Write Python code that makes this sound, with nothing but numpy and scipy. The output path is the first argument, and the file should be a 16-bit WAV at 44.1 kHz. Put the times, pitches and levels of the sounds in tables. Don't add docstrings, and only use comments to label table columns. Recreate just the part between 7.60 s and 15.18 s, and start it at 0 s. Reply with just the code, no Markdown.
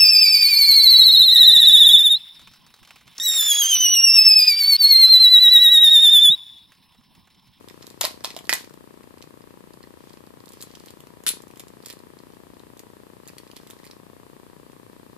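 import sys
import numpy as np
from scipy import signal
from scipy.fft import rfft, irfft
from scipy.io import wavfile
from scipy.ndimage import uniform_filter1d

SR = 44100
rng = np.random.default_rng(int(sys.argv[2]) if len(sys.argv) > 2 else 0)


def master(y):
    cut = np.clip(np.atleast_2d(y).T, -1, 1)
    pcm = np.round(cut * 32767)
    wavfile.write(sys.argv[1], SR, pcm.astype(np.int16))


def elevation(decibels):
    levels = np.asarray(decibels, float)
    return 10 ** (levels / 20)


N = 334249


def band(x, low_hz, high_hz):
    return signal.sosfilt(signal.butter(2, [low_hz, min(high_hz, .45 * SR)], "band", fs=SR, output="sos"), x)


def rms_one(x):
    return x / np.sqrt(np.mean(x ** 2) + 1e-20)


def top_one(x):
    return x / np.sqrt(uniform_filter1d(np.mean(x ** 2, axis=0), size=66).max())


def ring(clicks, hz, t60):
    radius, w = elevation(-60 / (t60 * SR)), 2 * np.pi * hz / SR
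    return signal.lfilter([0, np.sin(w)], [1, -2 * radius * np.cos(w), radius ** 2], clicks + 1e-18)


# f/Hz, level/dB per Hz, left-right/dB
HISS_COLOUR = [(30.8, -19.5, 4), (59, -5.5, 1.5), (142, 1, 3.5), (198, -2.5, -2.5), (364, -7.5, 5),
               (610, -11, 0), (1030, -14.5, -1), (1850, -18.5, 0.5), (2800, -20, 1.5), (4660, -22.5, -0.5),
               (6000, -28, 1), (8100, -24, 3), (11200, -23.5, 2), (14500, -25, 3.5)]


def hiss():
    hz, db, pan_db = np.transpose(HISS_COLOUR)
    log_f = np.log(np.maximum(np.fft.rfftfreq(N, 1 / SR), 1))
    side = np.array([[1], [-1]])
    colour_db = np.interp(log_f, np.log(hz), db) + np.interp(log_f, np.log(hz), pan_db) / 2 * side
    white = rng.standard_normal((2, N))
    return elevation(-52) * rms_one(irfft(rfft(white) * elevation(colour_db), N))


# f/Hz, level/dB
MOTOR_HARMONICS = [(120.5, -75.5), (242, -75), (363, -72), (423, -70.5), (696, -73.5), (847.5, -79.5),
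                   (969, -70.5), (1090, -71.5), (1211, -89), (1694, -87)]


def motor():
    white = rng.standard_normal((2, N + SR))
    return sum(elevation(db) * rms_one(ring(white, hz, t60=1.0)[:, SR:]) for hz, db in MOTOR_HARMONICS)


# t/s, level/dB, decay/s
TICK_SURGES = [
    (0.416, 1.5, 1),
    (3.663, 5, 0.19),
]


def frame_tick():
    ticks_per_s, start_s = 30.04721, .00946
    length_s, ramp_s, height, right_share = .001382, .00034, .048, -.07
    t = np.arange(N) / SR
    since = (t - start_s) % (1 / ticks_per_s)
    pulse = np.clip(since / ramp_s, 0, 1) - np.clip((since - length_s) / ramp_s, 0, 1)
    for stage in range(2):
        pulse = signal.lfilter(*signal.butter(1, 110, "high", fs=SR), pulse)
    w = 2 * np.pi * 217
    pulse = signal.lfilter(*signal.bilinear([1, 0, 0], [1, w / .65, w * w], SR), pulse)
    swell_db = sum(db * np.exp(-np.maximum(t - s, 0) / decay_s) * (t > s) for s, db, decay_s in TICK_SURGES)
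    return height * elevation(swell_db) * pulse * [[1], [right_share]]


# f/Hz, t60/s, level/dB
ROOM_BANDS = [(497, 0.75, -16), (1080, 0.25, -5.5), (2020, 0.15, -4), (4440, 0.24, -8), (8600, 0.19, -6),
              (13600, 0.083, -3)]


def room(x):
    t = np.arange(16384) / SR
    white, tail = rng.standard_normal((2, 2, len(t))), 0
    for k, (hz, t60, db) in enumerate(ROOM_BANDS):
        noise = band(white[k % 2], hz / np.sqrt(2), hz * np.sqrt(2))
        dying = noise * elevation(-60 * t / t60) * np.clip(t / 0.00075, 0, 1)
        tail = tail + elevation(db) * dying * np.sqrt(np.log(10) * 6 / t60 / SR)
    return signal.fftconvolve(x.mean(axis=0, keepdims=True), tail, axes=1)[:, :N]


# t/s, level/dB
HANDLING = [(0, -68.5), (.27, -58.5), (.36, -63.5), (.88, -63.5), (1.2, -75), (2.1, -84.5), (2.5, -61),
            (2.78, -90.5), (2.93, -58.5), (3.28, -61.5), (3.5, -73.5), (4.2, -70), (4.29, -52), (4.4, -74),
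            (5.6, -79), (5.7, -65.5), (6.26, -64.5), (6.4, -80)]
# t/s, start level/dB, hold/s, end level/dB
BURSTS = [
    (0.421, -37, 0.023, -31.5),
    (0.64, -44, 0.016, -40.5),
    (.895, -56, 0.073, -38),
    (3.665, -26, 0.017, -35.5),
]


def rustle_gain():
    t, attack_s, fall_db_per_s = np.arange(N) / SR, 0.001, 216
    curves = [np.interp(t, *np.transpose(HANDLING))]
    for s, db, hold, end_db in BURSTS:
        times = [s - attack_s, s, s + hold, s + hold + 1]
        levels = [db - 42, db, end_db, end_db - fall_db_per_s]
        curves.append(np.interp(t, times, levels, left=-200))
    return elevation(np.max(curves, axis=0))


def rustle(per_s, spread_db):
    sizes = elevation(spread_db * np.minimum(rng.exponential(1, (2, N)), 3)) * rng.choice([-1, 1], (2, N))
    grains = sizes * (rng.random((2, N)) < per_s / SR)
    grains = grains + 0.062 * grains[::-1]
    sound = band(grains, 2200, 6200) + elevation(-4) * band(grains, 1500, 15000)
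    return rms_one(sound) * rustle_gain()


# f/Hz, width/Hz, level/dB
PORT_RESONANCES = [(4730, 2600, 2.5), (7060, 2400, -2.5), (9700, 1800, -10)]


def port(x):
    return x + sum(elevation(db) * band(x, hz - width / 2, hz + width / 2) for hz, width, db in PORT_RESONANCES)


def placed(rows, pan_db):
    scatter_db = 5 * rng.standard_normal(len(rows))
    return [(*row[:4], pan_db + 0.09 * row[3] + e, *row[4:]) for row, e in zip(rows, scatter_db)]


def knocks(rows, modes, modes_db, scrape_s, rattle_s, rattle_db, cycles, thump_hz, thump_db, spike, narrow):
    size = 3072
    out, t = np.zeros((2, N + size)), np.arange(size) / SR
    noise = rng.standard_normal((len(rows), 3, size))
    strengths = rng.uniform(-1.7, 1, (len(rows), len(modes)))
    decay = np.exp(-t / scrape_s) + elevation(rattle_db) * np.exp(-t / rattle_s)
    edge = decay * np.clip(.1 + t / 0.00045, 0, 1)
    noise[:, 0, 12] = spike * np.sign(noise[:, 0, 12])
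    for row, (shared, left, right), chance in zip(rows, noise, strengths):
        s, db, hz, bright_db, pan_db = row[:5]
        low_db = row[5] if len(row) > 5 else thump_db
        sides = np.array([left, right])
        both = edge * (shared + 0.33 * sides)
        apart = edge * (.9 * shared + sides)

        lowest_hz = max(narrow * hz, 1600)
        resonance = ring(both, hz, min(cycles, 12) / hz) * .2 + port(both)
        click = top_one(band(band(resonance, lowest_hz, 7500), .7 * lowest_hz, 7500))
        bright = top_one(band(port(apart), 6300, 16000))
        push = edge * shared + .15 * both
        thump = .02 * ring(push, thump_hz * elevation(.6 * chance[0]), .012) + push
        thump = top_one(band(thump, 480, 2000))
        body = 0
        for (m_hz, m_db, t60), e in zip(modes, chance):
            dull_db = min(bright_db, 0) if m_hz > 6500 else 0
            body = body + elevation(m_db + 3 * e + dull_db) * ring(both, m_hz * elevation(.02 * e), t60)

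        sound = click + elevation(bright_db) * bright + elevation(low_db) * thump + elevation(modes_db) * body
        sound = elevation(db) * sound * elevation(pan_db / 2 * np.array([[1], [-1]]))
        at = round(s * SR)
        out[0, at + 2:at + size] += sound[0, :-2]
        out[1, at:at + size] += sound[1]
    return out[:, :N]


def faint_touches(count):
    t = np.arange(0, N / SR - .1, .001)
    share = np.cumsum(elevation(.8 * np.interp(t, *np.transpose(HANDLING))))
    chance = rng.random((count, 4))
    s = np.interp((np.arange(count) + chance[:, 0]) / count, share / share[-1], t)
    click_db = -55 + 4 * (chance[:, 1] - .5)
    click_hz = 3900 * elevation(3.2 * (chance[:, 2] - 1.0))
    return np.transpose([s, click_db, click_hz, -12 + 14 * chance[:, 3]])


# t/s, level/dB, f/Hz, bright level/dB
LINK_TAPS = [(1.4325, -51, 2720, -5), (1.5817, -51, 2800, -2), (1.6172, -47, 3800, -13),
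             (1.6241, -37.5, 4070, -7), (1.8182, -51, 2950, -15), (2.1354, -47.5, 4800, -2),
             (2.2288, -46.5, 4600, -6), (2.2371, -47.5, 1940, -6), (2.4954, -50, 3660, -9),
             (2.5327, -46.5, 4820, -2), (2.666, -51, 4950, -1), (2.8026, -52.5, 5000, -7),
             (2.8576, -50, 4610, 3), (2.8804, -46, 4100, -10), (2.8897, -51.5, 4350, 6.5),
             (2.92, -46.5, 3880, 4), (2.9336, -45.5, 4820, 3), (3.0058, -47, 4640, -3),
             (3.0078, -40.5, 6200, -11), (3.0143, -41, 5500, 9), (3.0245, -35, 4700, 5),
             (3.0312, -43, 5000, 6), (3.0975, -51, 4500, -14), (3.1128, -48.5, 4230, -11),
             (3.1516, -40, 3840, -11), (3.1535, -42, 5500, -4), (3.1987, -44.5, 4700, -1),
             (3.2595, -46.5, 4610, 4), (3.2802, -46.5, 3320, -8), (3.2845, -41.5, 4390, -11),
             (3.3052, -42, 6300, 1), (3.4043, -44, 3600, 2), (3.4695, -47.5, 2930, -3),
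             (3.637, -50.5, 4260, 8.5), (3.82, -54, 3620, 12), (3.8808, -55.5, 3790, 8), (3.911, -49, 3190, 0),
          (3.9582, -47, 3660, 0), (3.9735, -48, 4090, 5.5), (3.9961, -34.5, 3730, 2.5),
          (3.9987, -43.5, 4120, 1), (4.004, -39.5, 3930, -3), (4.0822, -45.5, 5040, 1.5),
          (4.226, -48, 4700, -6), (4.2482, -48, 4650, -2), (4.2595, -35, 5140, 2.5),
          (4.268, -43, 4310, -10), (4.2754, -52, 4570, -7), (4.284, -41, 4830, 2), (4.2917, -42, 4400, -7),
          (4.3001, -36, 4850, 0), (4.3062, -35.5, 4400, -9), (4.315, -45, 3620, -8),
          (4.327, -41, 4060, 3.5), (4.39, -46, 5600, -3), (4.5885, -45, 4900, -8), (4.722, -52, 3640, -14),
          (4.9418, -54, 4520, -11), (4.9948, -46.5, 4300, -8), (5.173, -48, 4200, 3),
          (5.1932, -40.5, 5340, 3.5),
             (5.6555, -50, 2630, -8), (5.676, -40.5, 6160, 5), (5.6828, -43, 6400, 4),
             (5.6867, -46, 2630, -7), (5.6927, -43.5, 2500, -7), (5.782, -38.5, 5300, 0.5),
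             (5.875, -49, 4160, -4), (5.8995, -67, 3000, -10), (5.9135, -42.5, 2980, -6),
             (5.961, -45, 4200, -10), (5.9652, -41, 4320, 2), (5.973, -43, 3490, -4),
             (6.0135, -52, 1510, -10), (6.0717, -42, 3880, -1), (6.095, -51, 3500, -3),
             (6.1012, -49, 1340, 7), (6.107, -37.5, 4100, 2), (6.1356, -51, 4260, -5),
             (6.189, -50, 1960, -2), (6.2325, -52, 4200, -6), (6.2413, -46, 2240, -4),
             (6.248, -52, 5000, 5), (6.253, -47, 2450, 3), (6.2653, -45, 3200, -8), (6.273, -44, 4430, -10),
             (6.311, -39.5, 5540, -8), (7.1187, -49.5, 3820, -2)]
# f/Hz, level/dB, t60/s
LINK_MODES = [(4090, -11, 0.022), (7480, -20, 0.033), (10100, -13, .04), (11700, 22, 0.06)]


def link_knocks():
    rows = placed([*LINK_TAPS, *faint_touches(count=16)], pan_db=-2.5)
    return knocks(rows, LINK_MODES, modes_db=-55, scrape_s=0.0016, rattle_s=0.0075, rattle_db=-15,
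                  cycles=16.0, thump_hz=800, thump_db=-14.0, spike=4.5, narrow=0.39)


# t/s, level/dB, f/Hz, bright level/dB, thump level/dB
CLASP = [
    (3.6652, -16, 3900, 0, -16),
    (3.6722, -18.5, 3900, 3, -30),
    (3.6765, -20, 3800, 2, -30),
    (3.6815, -21, 4300, 3, -30),
    (3.6868, -22, 4200, 0, -30),
    (3.6899, -17, 4100, 5, -30),
    (3.6938, -23, 4300, 2, -30),
    (3.7112, -33, 4180, -4, -40),
]
# f/Hz, level/dB, t60/s
CLASP_MODES = [(3410, -14, .1), (3800, -9, .05), (4095, -7, .12), (4380, -13, .07), (7500, -15, .04),
               (8010, -10, .04), (9840, -8, .04), (10070, -6, .05), (10470, 0, .11), (10900, -3, .07),
               (11240, -1, .1), (11330, -2, .06), (11680, -3, .04), (12550, -12, .03)]


def clasp_opening():
    return knocks(placed(CLASP, pan_db=1.5), CLASP_MODES, modes_db=-23, scrape_s=0.00086, rattle_s=0.0028,
                  rattle_db=-18, cycles=18.0, thump_hz=960, thump_db=-22, spike=3.2, narrow=0.69)


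def struck(blows):
    out, click = np.zeros(N + SR), np.eye(1, 8192)[0]
    for s, db, hz, t60 in blows:
        out[round(s * SR):][:8192] += elevation(db) * ring(click, hz, t60)
    out = signal.lfilter(*signal.iirnotch(1150, 2.2, SR), band(out, 300, 12000))
    return np.array([elevation(-1.0) * np.roll(out, 3), elevation(2.5) * out])[:, :N]


# t/s, level/dB, f/Hz, t60/s
THUDS = [
    (.4401, -21, 640, .025),
    (.4436, -24, 640, .025),
    (.765, -26, 700, .018),
    (3.6653, -22, 1500, .008),
]


def body_thuds():
    return struck(THUDS)


# t/s, level/dB
POPS = [
    (0.8937, -13.5),
    (.9277, -14),
]
# f/Hz, level/dB, t60/s
POP_MODES = [(380, -22, .04), (900, -22, .012), (1650, -10, .01), (1845, -10, .035), (1965, -9, .04),
             (2000, -3, .008), (2130, -10, .03), (2455, -7, .03), (3030, -11, .02), (3450, -13, .02),
             (3850, -10, .015), (4300, -11, .015), (4860, -3, .008), (5300, -7, .01)]


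def film_pops():
    blows = []
    for s, db in POPS:
        for (hz, mode_db, t60), e in zip(POP_MODES, rng.uniform(-1.5, 1.5, len(POP_MODES))):
            blows.append((s, db + mode_db + e, hz, t60))
    return struck(blows)


# f/Hz, level/dB, t60/s
FILM_MODES = [(1060, 3, 0.015), (1850, -10, 0.061), (2140, -36, 0.028), (2500, 3, 0.019)]
# t/s, level/dB, f/Hz, bright level/dB, thump level/dB
CRACKLES = [(0.0854, -35.5, 3960, -5.5, -17), (0.0988, -44, 2580, -6, -16), (0.2232, -40.5, 4080, -6, -23),
            (0.2265, -38, 4200, -9, -21), (0.233, -44, 4350, -13, -12), (0.2609, -53, 3880, -12, -20),
            (0.2682, -37.5, 4170, -0.5, -15), (0.3022, -37.5, 5370, -1.5, -20),
            (0.6063, -44, 1690, -10, -11), (0.6906, -45, 3670, -14, -17), (0.7139, -39, 3980, -11, -25),
            (0.7324, -43, 4820, -3, -10), (0.757, -47, 3700, -10, -27), (0.7486, -39, 4690, -4, -15),
            (0.7684, -46, 4390, -7, 3), (0.7734, -37, 3920, -6, -23), (0.7893, -32, 3620, -4, -18),
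            (0.8439, -52, 1850, 7, -9), (0.8504, -47, 3620, -6, -1), (0.854, -42, 4310, -2, -13),
            (0.8698, -39, 3700, -2, -21), (1.045, -40.5, 2520, -2, -30), (1.0957, -47, 1340, -1, -7),
            (1.1385, -47.5, 4650, 1, -10)]


def film_crackles():
    return knocks(placed(CRACKLES, pan_db=-3.0), FILM_MODES, modes_db=-39, scrape_s=0.00089, rattle_s=0.0048,
                  rattle_db=-11.5, cycles=11.0, thump_hz=750, thump_db=-20, spike=7.7, narrow=0.42)


# t/s, level/dB, f/Hz, bright level/dB, thump level/dB
SNAPS = [(.4107, -17, 4000, 2, -15), (.4131, -17, 4200, -3, -15), (.4148, -21, 4000, -6, -12),
         (.4195, -27, 1200, -8, -7), (.4332, -24, 3700, -5, -24), (.4401, -23, 3620, -12, -14),
         (.4449, -23, 4910, -11, -14), (.4497, -27, 3000, -4, -10), (.451, -14.5, 4200, -2, -20),
         (.4692, -31, 4260, 0, -9), (.6396, -40, 3800, 3, -8), (.6457, -20, 4700, -7, -10),
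         (.6538, -27, 4300, -6, -20), (.7044, -32, 4700, -10, -20), (.7649, -30, 4400, -3, -14),
         (.8935, -19, 4800, -2, -25), (.8965, -22, 3500, 2, -22), (.9011, -25, 3600, -12, -25),
         (.9112, -31, 2150, -9, -24), (.9172, -30, 1980, -11, -24), (.9276, -21, 4800, -5, -25),
         (.9352, -20, 5400, 6.5, -22), (.9405, -25, 2000, 2, -22), (.9524, -30, 3190, 0, -12)]


def film_snaps():
    return knocks(placed(SNAPS, pan_db=-2.0), FILM_MODES, modes_db=-35, scrape_s=0.0013, rattle_s=0.0063,
                  rattle_db=-14.5, cycles=6.5, thump_hz=770, thump_db=-20, spike=7.8, narrow=0.47)


def scene():
    near = rustle(per_s=2100, spread_db=4.0) + link_knocks() + elevation(-1.0) * clasp_opening()
    near = near + body_thuds() + film_pops() + film_crackles() + elevation(2.1) * film_snaps()
    return hiss() + motor() + frame_tick() + elevation(3.0) * room(near) + near


def band_limit(x):
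    return signal.sosfilt(signal.butter(12, 16670, fs=SR, output="sos"), x)


def record(dry):
    body = signal.sosfiltfilt(signal.ellip(8, .3, 40, 14550, fs=SR, output="sos"), dry)
    top = signal.sosfiltfilt(signal.ellip(4, .3, 35, [14600, 16400], "band", fs=SR, output="sos"), dry)
    power = uniform_filter1d(top ** 2, size=256)
    rising = power / (uniform_filter1d(power, size=2048) + elevation(-54) ** 2)
    mix = body + elevation(-26) * top * np.clip(rising - 1.5, 0, 1)
    return band_limit(mix)


dry = scene()
out = record(dry)
master(out)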